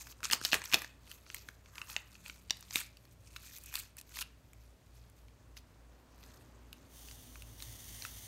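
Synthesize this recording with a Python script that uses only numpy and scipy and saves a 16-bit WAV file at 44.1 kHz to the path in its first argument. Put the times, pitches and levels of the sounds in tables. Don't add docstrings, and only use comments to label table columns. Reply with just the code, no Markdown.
import sys
import numpy as np
from scipy import signal
from scipy.fft import rfft, irfft
from scipy.io import wavfile

SR = 44100
rng = np.random.default_rng(int(sys.argv[2]) if len(sys.argv) > 2 else 0)


def wav_record(signal):
    frames = np.transpose(np.atleast_2d(signal))
    bounded = np.clip(frames, -1, 1)
    quanta = np.round(bounded * 32767).astype(np.int16)
    wavfile.write(sys.argv[1], SR, quanta)


N = 364707

# (time [s], reference level [dB], panel pitch [Hz], treble re reference [dB])
CREASE_SNAPS = [(0.011, -41, 7000, -2.5), (0.0703, -36, 1600, -14), (0.1239, -39, 3200, -12),
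                (0.2052, -40, 1400, -8), (0.2311, -25.5, 1640, -7.5), (.246, -17.5, 4200, -7),
                (0.2541, -14.5, 5400, -23.5), (0.3003, -23, 1700, -12), (0.3117, -19, 3500, -2),
                (0.3165, -20, 2090, -3), (.3241, -27, 3830, -12), (.3284, -15.5, 3960, -6),
                (0.3327, -6, 5270, -22), (0.414, -26, 1299, -9), (0.4386, -32, 3600, -12),
                (0.4501, -11, 4000, -3), (0.4539, -16, 3620, -12), (0.517, -23, 3200, -12),
                (0.5237, -17, 3330, -12), (0.5278, -21, 3600, -3.5), (0.5312, -8.5, 1820, -12),
                (.5424, -12, 2450, -3), (.5835, -36.5, 1900, -3), (0.6181, -25.5, 1420, -13),
                (0.6404, -21, 6300, -13.5), (0.657, -27, 4170, -12), (0.7166, -31, 2400, -14),
                (.7259, -21, 2050, -5), (0.7355, -12, 2200, -12), (.7429, -4.5, 3030, -6),
                (0.7488, -16.5, 3130, -6), (0.8193, -25.5, 1640, -3), (0.8454, -27, 1350, -12),
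                (1.076, -44, 2390, -16), (1.115, -33.5, 2500, 2), (1.2653, -42.5, 1840, -14),
                (1.3012, -30.5, 2000, -18), (1.3455, -30, 2600, 7.5), (1.367, -36.5, 3000, -10),
                (1.384, -33, 5600, -14), (1.4876, -28.5, 1430, -8.5), (1.6596, -44, 2360, -13),
                (1.7555, -39.5, 2570, -6), (1.7816, -28.5, 2230, -14), (1.8164, -27, 1970, -15),
                (1.9005, -32, 3200, -2), (1.9644, -15.5, 2500, -15), (2.1537, -42, 2520, -11),
                (2.2615, -33.5, 2440, -14.5), (2.2812, -35, 6800, -0.5), (2.2979, -28.5, 2130, -15.5),
                (2.36, -44, 5600, -4.5), (2.4984, -29.5, 3000, -12.5), (2.507, -11, 3800, -13.5),
                (2.57, -41, 3400, 1), (2.6086, -44.5, 6000, 9), (2.6266, -34, 4860, -10),
                (2.7087, -27.5, 4660, -17), (2.719, -35, 5900, -2), (2.7272, -32, 5200, -12),
                (2.7575, -12.5, 2380, -2.5), (2.7866, -27, 6100, -10), (2.9706, -43, 3400, -0.5),
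                (3.053, -44, 5000, -2), (3.3628, -30, 2120, -8), (3.3663, -32.5, 2830, -5),
                (3.4313, -45, 4800, -6), (3.5844, -35, 5560, 4), (3.6376, -43, 6750, 9.5),
                (3.6603, -43, 7400, 11), (3.7274, -30, 5860, -8), (3.7407, -20.5, 5800, 0),
                (3.755, -20, 3540, 1.5), (3.9688, -35, 5560, 3), (3.9775, -42, 5350, -14),
                (3.9877, -44, 4200, 7), (3.9998, -42, 4340, 4.5), (4.013, -37.5, 3900, 4),
                (4.094, -40.5, 5740, 1), (4.119, -45, 5890, -4), (4.1436, -47, 3190, 0),
                (4.1709, -27, 5160, -2), (4.1888, -27, 2750, 3), (4.2247, -29, 2570, -3),
                (4.533, -47, 1890, 4), (5.0988, -51, 6000, 5), (5.284, -51, 2900, -12),
                (5.5689, -40, 2400, -14), (5.5757, -37, 4500, -5), (6.23, -44.5, 3100, -8),
                (6.2376, -38, 5040, -18), (6.4095, -47, 6550, -12), (6.7293, -34, 2590, 0),
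                (6.96, -41, 6260, -4), (7.086, -39.5, 2950, -11), (7.1123, -32, 5200, -17),
                (7.3568, -37, 1800, -12.5), (7.422, -37.5, 2710, 1.5), (7.603, -37, 2930, -12),
                (7.6235, -29, 3800, 0.5), (8.0225, -28.5, 3540, -9), (8.0506, -27.5, 1840, -6)]
# (frequency [Hz], width [Hz], relative level [dB])
PAPER_MODES = [(2570, 200, 4), (4410, 317, -9), (6380, 630, -6)]
# (time of the top [s], level [dB], rise [s per 20 dB], fall [s per 20 dB], body re level [dB])
RUSTLE_SWELLS = [(.02, -54, 4, .03, -10.5), (.12, -57.5, 0.2, 0.02, -19), (.24, -39, 0, 0.06, -26),
                 (0.323, -30.5, 0, .05, -5.5), (.452, -42, 0.05, .12, -14),
                 (0.537, -34.5, -0.0144, .055, -2.5), (0.654, -43, -0.08, 0.01, -5),
                 (0.739, -32, 0.02, 0.0421, -0.5), (.8, -50, 0.5, 0.1054, -4), (1.111, -57, 0.1, 0.12, -9),
                 (1.357, -57.5, 0.2, 0.22, -9), (1.488, -64, 0, .08, -6), (1.79, -59, 0.18, 0.2, 0.5),
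                 (1.904, -48, 0.05, 0.08, -6.5), (1.97, -56.5, .08, .09, 4), (2.133, -64, 0.18, 0.4, -8),
                 (2.258, -55.5, 0.03, .18, -9), (2.505, -62.5, 0.06, 0.55, -12),
                 (2.735, -53, -0.07, 0.06, -25), (2.767, -38, 0.0457, 0.08, -18),
                 (2.816, -39.5, .1, -0.01, -16.5), (3.134, -67.5, 0.2, -0.1, -23),
                 (3.278, -60.5, 0.05, -1.66, -24), (3.374, -62, 0.13, -0.7, -7),
                 (3.473, -56.5, 0.17, -0.25, -14.5), (3.577, -54, 0.27, -0.18, -23),
                 (3.701, -56.5, 0.23, -0.1, -17.5), (3.754, -41.5, 0.0162, 0.0944, -11),
                 (3.802, -41, 0.0945, -0.09, -25.5), (3.985, -49.5, -0.4, 0.02, -30),
                 (4.178, -49.5, 0.1, 0.0923, -14), (4.221, -38, 0.0528, -0.08, -10.5),
                 (4.659, -74, 0.7, 0.3, -15.5), (4.86, -69, 0, 0.02, -18), (4.953, -69, 0.14, 0.3, -7),
                 (5.163, -73, -0.1, 0.26, -12.5), (5.572, -53.5, 0.01, 0.03, -12), (5.6, -78, 0.8, 1.5, 1),
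                 (6.236, -78, 0.3, 0, -7), (6.306, -62.5, 0.25, 0.26, -2.5), (6.87, -73, 1.2, -6, -6)]
# (time [s], level [dB])
AIR_PUFFS = [(0.332, -44.5), (0.544, -40.5), (0.746, -39)]
# (time [s], level [dB], mouth ring re level [dB])
POUR_FLOW = [(6.85, -78, -21), (6.95, -57, -30), (7.11, -55, -30.5), (7.2, -58, -33), (7.55, -61, -22),
             (7.63, -51.5, -17), (7.75, -54, -19), (8.06, -49.5, -17), (8.13, -53, -26), (8.27, -51.5, -14)]
# (frequency [Hz], relative density [dB per Hz])
GRANULE_SPECTRUM = [(800, -9.5), (1400, -12), (2500, -10.5), (2900, -2.5), (3500, -1), (4050, -6.5),
                    (4500, -4), (5200, -6.5), (6200, 1.5), (6900, -3), (7800, -8), (9200, -0.5),
                    (10900, -5), (13000, -4), (15700, -5.5)]
# (frequency [Hz], T60 [s])
REVERBERATION_TIME = [(300, 0.33), (2000, 0.44), (6000, 0.21), (14000, 0.05)]
# (time [s], frequency [Hz], level [dB])
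ENGINE_TONE = [(0, 56.717, -82), (3.0, 56.717, -76), (3.77, 56.56, -68), (4.23, 56.75, -68),
               (4.65, 56.05, -66), (4.98, 55.63, -65), (5.27, 54.98, -64), (5.55, 55.63, -64),
               (5.89, 56.05, -64), (6.25, 56.05, -66), (6.67, 56.73, -68), (7.1, 56.27, -59),
               (7.43, 55.13, -58), (7.71, 55.26, -57), (7.96, 54.48, -57), (8.27, 54.3, -64)]
# (time [s], dull roar level [dB], level of low noise near 100 Hz [dB])
RUMBLE_LEVELS = [(0, -68.5, -65), (1.5, -70.5, -69), (2.9, -73, -67), (5.3, -71, -65.5), (6.0, -66, -75.5),
                 (6.4, -63.5, -66), (7.0, -65.5, -67.5), (7.7, -65, -60), (8.27, -68, -64.5)]
# (frequency [Hz], relative density [dB per Hz])
ROAR_SPECTRUM = [(88, -45.5), (150, -0.5), (216, -5.5), (266, 2), (331, -4), (605, -5.5), (670, -8),
                 (996, -9), (5000, -28), (6500, -57), (11000, -120)]
# (time [s], frequency [Hz], level [dB])
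RISING_TONE = [(1.0, 85, -73), (1.4, 90, -71), (2.2, 102.8, -68.5), (2.3, 104, -100)]
# (time [s], frequency [Hz], level [dB])
WHINE_TONE = [(2.1, 179, -82), (2.25, 184, -69), (2.7, 189.6, -72), (2.9, 184.7, -96.5),
              (6.0, 246.2, -96.5), (6.3, 243.2, -69), (7.2, 246.3, -73.5), (8.1, 237, -70),
              (8.27, 236, -84)]
# (frequency [Hz], relative density [dB per Hz])
AIR_SPECTRUM = [(15, -39), (25, -10.5), (49, -5), (75, -2.5), (116, -7), (156, -7.5), (261, -12),
                (498, -18), (618, -15.5), (767, -23), (1000, -22.5), (2020, -25), (4930, -30), (6450, -30),
                (15700, -37.5)]

USUAL_SNAP_DB, USUAL_PANEL_HZ = -35, 3000
THUD_DB, THUD_PER_DB, THUD_PER_OCTAVE_DB = -29.5, 0.3957, -10.5
PANEL_DB, CRACK_DB = -5, -5.0
PANEL_EDGE_RATIO = 1.43
MODES_DB = -5.5
RATTLE_S, RATTLE_DB = .002, -19.5
BOUNCE_S, BOUNCE_DB = .0009, -5.5
FOLD_SPREAD = .12
BRIGHT_DB, BRIGHT_PER_BODY_DB = -4.5, -0.06
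CRACKLES_PER_S, CRACKLE_DB, CRACKLE_SHARPNESS = 300, -4.5, 6.3
SHIFTING_DB, SHIFTING_HZ = 3.5, 8
PUFF_S = 0.024
MOUTH_HZ, MOUTH_WIDTH_HZ = 1950, 600
KITCHEN_DB = -19
HUM_HZ, HUM_DB, HUM_OCTAVE_HZ, HUM_OCTAVE_DB = 58.83, -63, 120, -76
ENGINE_OCTAVE_DB = -10
LOW_NOISE_WAVER_DB = 1.5
ROOM_AIR_DB = -67
NOTCH_HZ, NOTCH_WIDTH_HZ, NOTCH_DEPTH = 10450, 600, .5
CUTOFF_HZ = 15750


def from_db(db):
    return 10 ** (np.asarray(db) / 20)


def rms_one(x):
    return x / np.sqrt(np.mean(x ** 2) + 1e-20)


def in_time(rows):
    s, *columns = np.transpose(rows)
    t = np.arange(N) / SR
    gate = (t >= s[0]) & (t <= s[-1] + .01)
    return [gate] + [np.interp(t, s, c) for c in columns]


def at_hz(points, hz):
    table = np.array(points)
    return np.interp(np.log(hz), np.log(table[:, 0]), table[:, 1])


def band(x, low_hz, high_hz):
    edges = [low_hz, min(high_hz, .45 * SR)]
    return signal.sosfilt(signal.butter(2, edges, "band", fs=SR, output="sos"), x)


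def resonance(x, hz, width_hz):
    r = np.exp(-np.pi * width_hz / SR)
    poles = [1, -2 * r * np.cos(2 * np.pi * hz / SR), r * r]
    return signal.lfilter([(1 - r * r) / 2, 0, (r * r - 1) / 2], poles, x)


def drift(rate_hz):
    step = 40
    r = np.exp(-2 * np.pi * rate_hz * step / SR)
    chance = rng.standard_normal(N // step + 2002)
    slow = signal.lfilter([1], [1, -2 * r, r * r], chance)[2000:]
    return np.interp(np.arange(N) / step, np.arange(len(slow)), rms_one(slow))


def coloured(x, spectrum):
    hz = np.maximum(np.fft.rfftfreq(N, 1 / SR), 1)
    inside = (hz > spectrum[0][0] * .7) & (hz < spectrum[-1][0] * 1.3)
    return rms_one(irfft(rfft(x) * from_db(at_hz(spectrum, hz)) * inside, N))


def grains(per_s, spread_db):
    sizes = from_db(spread_db * np.minimum(rng.exponential(1, N), 4)) * rng.choice([-1, 1], N)
    return sizes * (rng.random(N) < per_s / SR) + 1e-18


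def tone(rows, waver_db, octave_db=-60):
    on, hz, level_db = in_time(rows)
    phase = 2 * np.pi * np.cumsum(hz) / SR
    wave = np.sin(phase) + from_db(octave_db) * np.sin(2 * phase)
    return on * np.sqrt(2) * from_db(level_db + waver_db * drift(3.9)) * wave


def crease_push(length):
    t = np.arange(length) / SR
    push = from_db(RATTLE_DB) * rng.standard_normal(length) * np.exp(-t / RATTLE_S)
    push[0] = 1
    lag = round(BOUNCE_S * SR * 2 ** (.5 * np.tanh(rng.standard_normal())))
    push[lag:] = push[lag:] + from_db(BOUNCE_DB) * push[:-lag]
    shifts = np.exp(FOLD_SPREAD * rng.standard_normal(len(PAPER_MODES)))
    modes = sum(from_db(level_db) * resonance(push, hz * shift, width)
                for (hz, width, level_db), shift in zip(PAPER_MODES, shifts))
    return push + from_db(MODES_DB) * modes


def snaps():
    length = 1600
    out = np.zeros(N + length)
    for s, reference_db, hz, treble_db in CREASE_SNAPS:
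        force_db = reference_db - USUAL_SNAP_DB
        octaves = np.log2(hz / USUAL_PANEL_HZ)
        thud_db = THUD_DB + THUD_PER_DB * force_db + THUD_PER_OCTAVE_DB * octaves
        push = crease_push(length)
        panel = band(push, hz / PANEL_EDGE_RATIO, hz * PANEL_EDGE_RATIO)
        crack = band(band(push, 900, 6500), 600, 9000)
        treble = band(push, 6500, 13500)
        thud = band(push, 200, 1000)
        gains = from_db(reference_db + np.array([PANEL_DB, CRACK_DB, treble_db, thud_db]))
        at = round(s * SR)
        for gain, part in zip(gains, (panel, crack, treble, thud)):
            out[at:at + length] += gain * part / np.abs(part).max()
    return out[:N]


def rustle_gains():
    t = np.arange(0, N, 32) / SR
    power = 0
    for s, level_db, rise_s, fall_s, body_db in RUSTLE_SWELLS:
        drop = np.maximum((s - t) / max(rise_s, .005), (t - s) / max(fall_s, .005))
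        bright_db = BRIGHT_DB + BRIGHT_PER_BODY_DB * body_db
        power = power + from_db(level_db - 20 * drop + np.array([[0], [bright_db], [body_db]])) ** 2
    return [np.interp(np.arange(N) / SR, t, np.sqrt(p)) for p in power]


def shifting(x):
    edges = np.geomspace(800, 16000, 14)
    out = 0
    for k, (low, high) in enumerate(zip(edges, edges[1:])):
        gain = from_db(SHIFTING_DB * drift(SHIFTING_HZ))
        out = out + gain * band(x, low, high) * (-1) ** k
    return out


def crackles():
    pops, dealt = grains(CRACKLES_PER_S, 1.5), rng.integers(0, 16, N)
    small = np.array([resonance(pops * (dealt == k) + 1e-18, hz, hz / CRACKLE_SHARPNESS)
                      for k, hz in enumerate(np.geomspace(1300, 14000, 16))])
    return [from_db(CRACKLE_DB) * rms_one(part.sum(axis=0)) for part in np.split(small, [11])]


def rustle():
    level, bright, low = rustle_gains()
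    clumps = grains(2600 * from_db(4.6 * drift(54)), 2.4)
    clicks = shifting(rms_one(clumps) + 0.19 * rng.standard_normal(N))
    mid = band(clicks, 2300, 8500)
    mid = mid + sum(from_db(level_db) * resonance(clicks, hz, width) for hz, width, level_db in PAPER_MODES)
    top = band(clicks, 6000, 14500)
    body = band(clicks, 850, 2300)
    low_pops, high_pops = crackles()
    return level * (rms_one(mid) + low_pops) + bright * (rms_one(top) + high_pops) + low * rms_one(body)


def puffs():
    t = np.arange(N) / SR
    shape = sum(from_db(level_db) * (t >= s) * np.exp(-np.maximum(t - s, 0) / PUFF_S)
                for s, level_db in AIR_PUFFS)
    return shape * rms_one(band(rng.standard_normal(N), 40, 1000))


def pour():
    on, level_db, mouth_db = in_time(POUR_FLOW)
    ticks = rms_one(grains(12000, 2.6)) * from_db(1.0 * drift(38))
    mouth = resonance(ticks, MOUTH_HZ, MOUTH_WIDTH_HZ)
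    mouth = rms_one(resonance(mouth, MOUTH_HZ, MOUTH_WIDTH_HZ))
    return on * from_db(level_db) * (coloured(ticks, GRANULE_SPECTRUM) + from_db(mouth_db) * mouth)


def kitchen(x, build_up_s=0.0027):
    t = np.arange(int(.5 * SR)) / SR
    noise = rng.standard_normal((2, len(t)))
    tail = 0
    for k, low in enumerate(150 * 2.0 ** np.arange(7)):
        decay = from_db(-60 * t / at_hz(REVERBERATION_TIME, 1.4 * low))
        tail = tail + band(noise[k % 2], low, 2 * low) * decay
    tail = tail * (1 - np.exp(-t / build_up_s))
    return signal.fftconvolve(x, tail / np.sqrt(np.sum(tail ** 2)))[:N]


def appliance_hum():
    turn = 2 * np.pi * np.arange(N) / SR
    low = from_db(HUM_DB + 1.7 * drift(5.4)) * np.sin(HUM_HZ * turn)
    octave = from_db(HUM_OCTAVE_DB) * np.sin(HUM_OCTAVE_HZ * turn)
    return np.sqrt(2) * (low + octave)


def distant_engine():
    return tone(ENGINE_TONE, 1.1, ENGINE_OCTAVE_DB)


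def outside_rumble():
    _, roar_db, low_noise_db = in_time(RUMBLE_LEVELS)
    roar = from_db(roar_db) * coloured(rng.standard_normal(N), ROAR_SPECTRUM)
    low_noise = rms_one(band(rng.standard_normal(N), 85, 120))
    return roar + from_db(low_noise_db + LOW_NOISE_WAVER_DB * drift(1.5)) * low_noise


def faint_tones():
    return tone(RISING_TONE, 1.7) + tone(WHINE_TONE, 2.0)


def room_air():
    return from_db(ROOM_AIR_DB) * coloured(rng.standard_normal(N), AIR_SPECTRUM)


def scene():
    packet = snaps() + rustle() + puffs() + pour()
    background = appliance_hum() + distant_engine() + outside_rumble() + faint_tones() + room_air()
    return (packet + from_db(KITCHEN_DB) * kitchen(packet) + background)[None]


def record(dry):
    dry = dry - NOTCH_DEPTH * resonance(dry, NOTCH_HZ, NOTCH_WIDTH_HZ)
    return signal.sosfilt(signal.ellip(12, .5, 70, CUTOFF_HZ, fs=SR, output="sos"), dry)


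dry = scene()
out = record(dry)
wav_record(out)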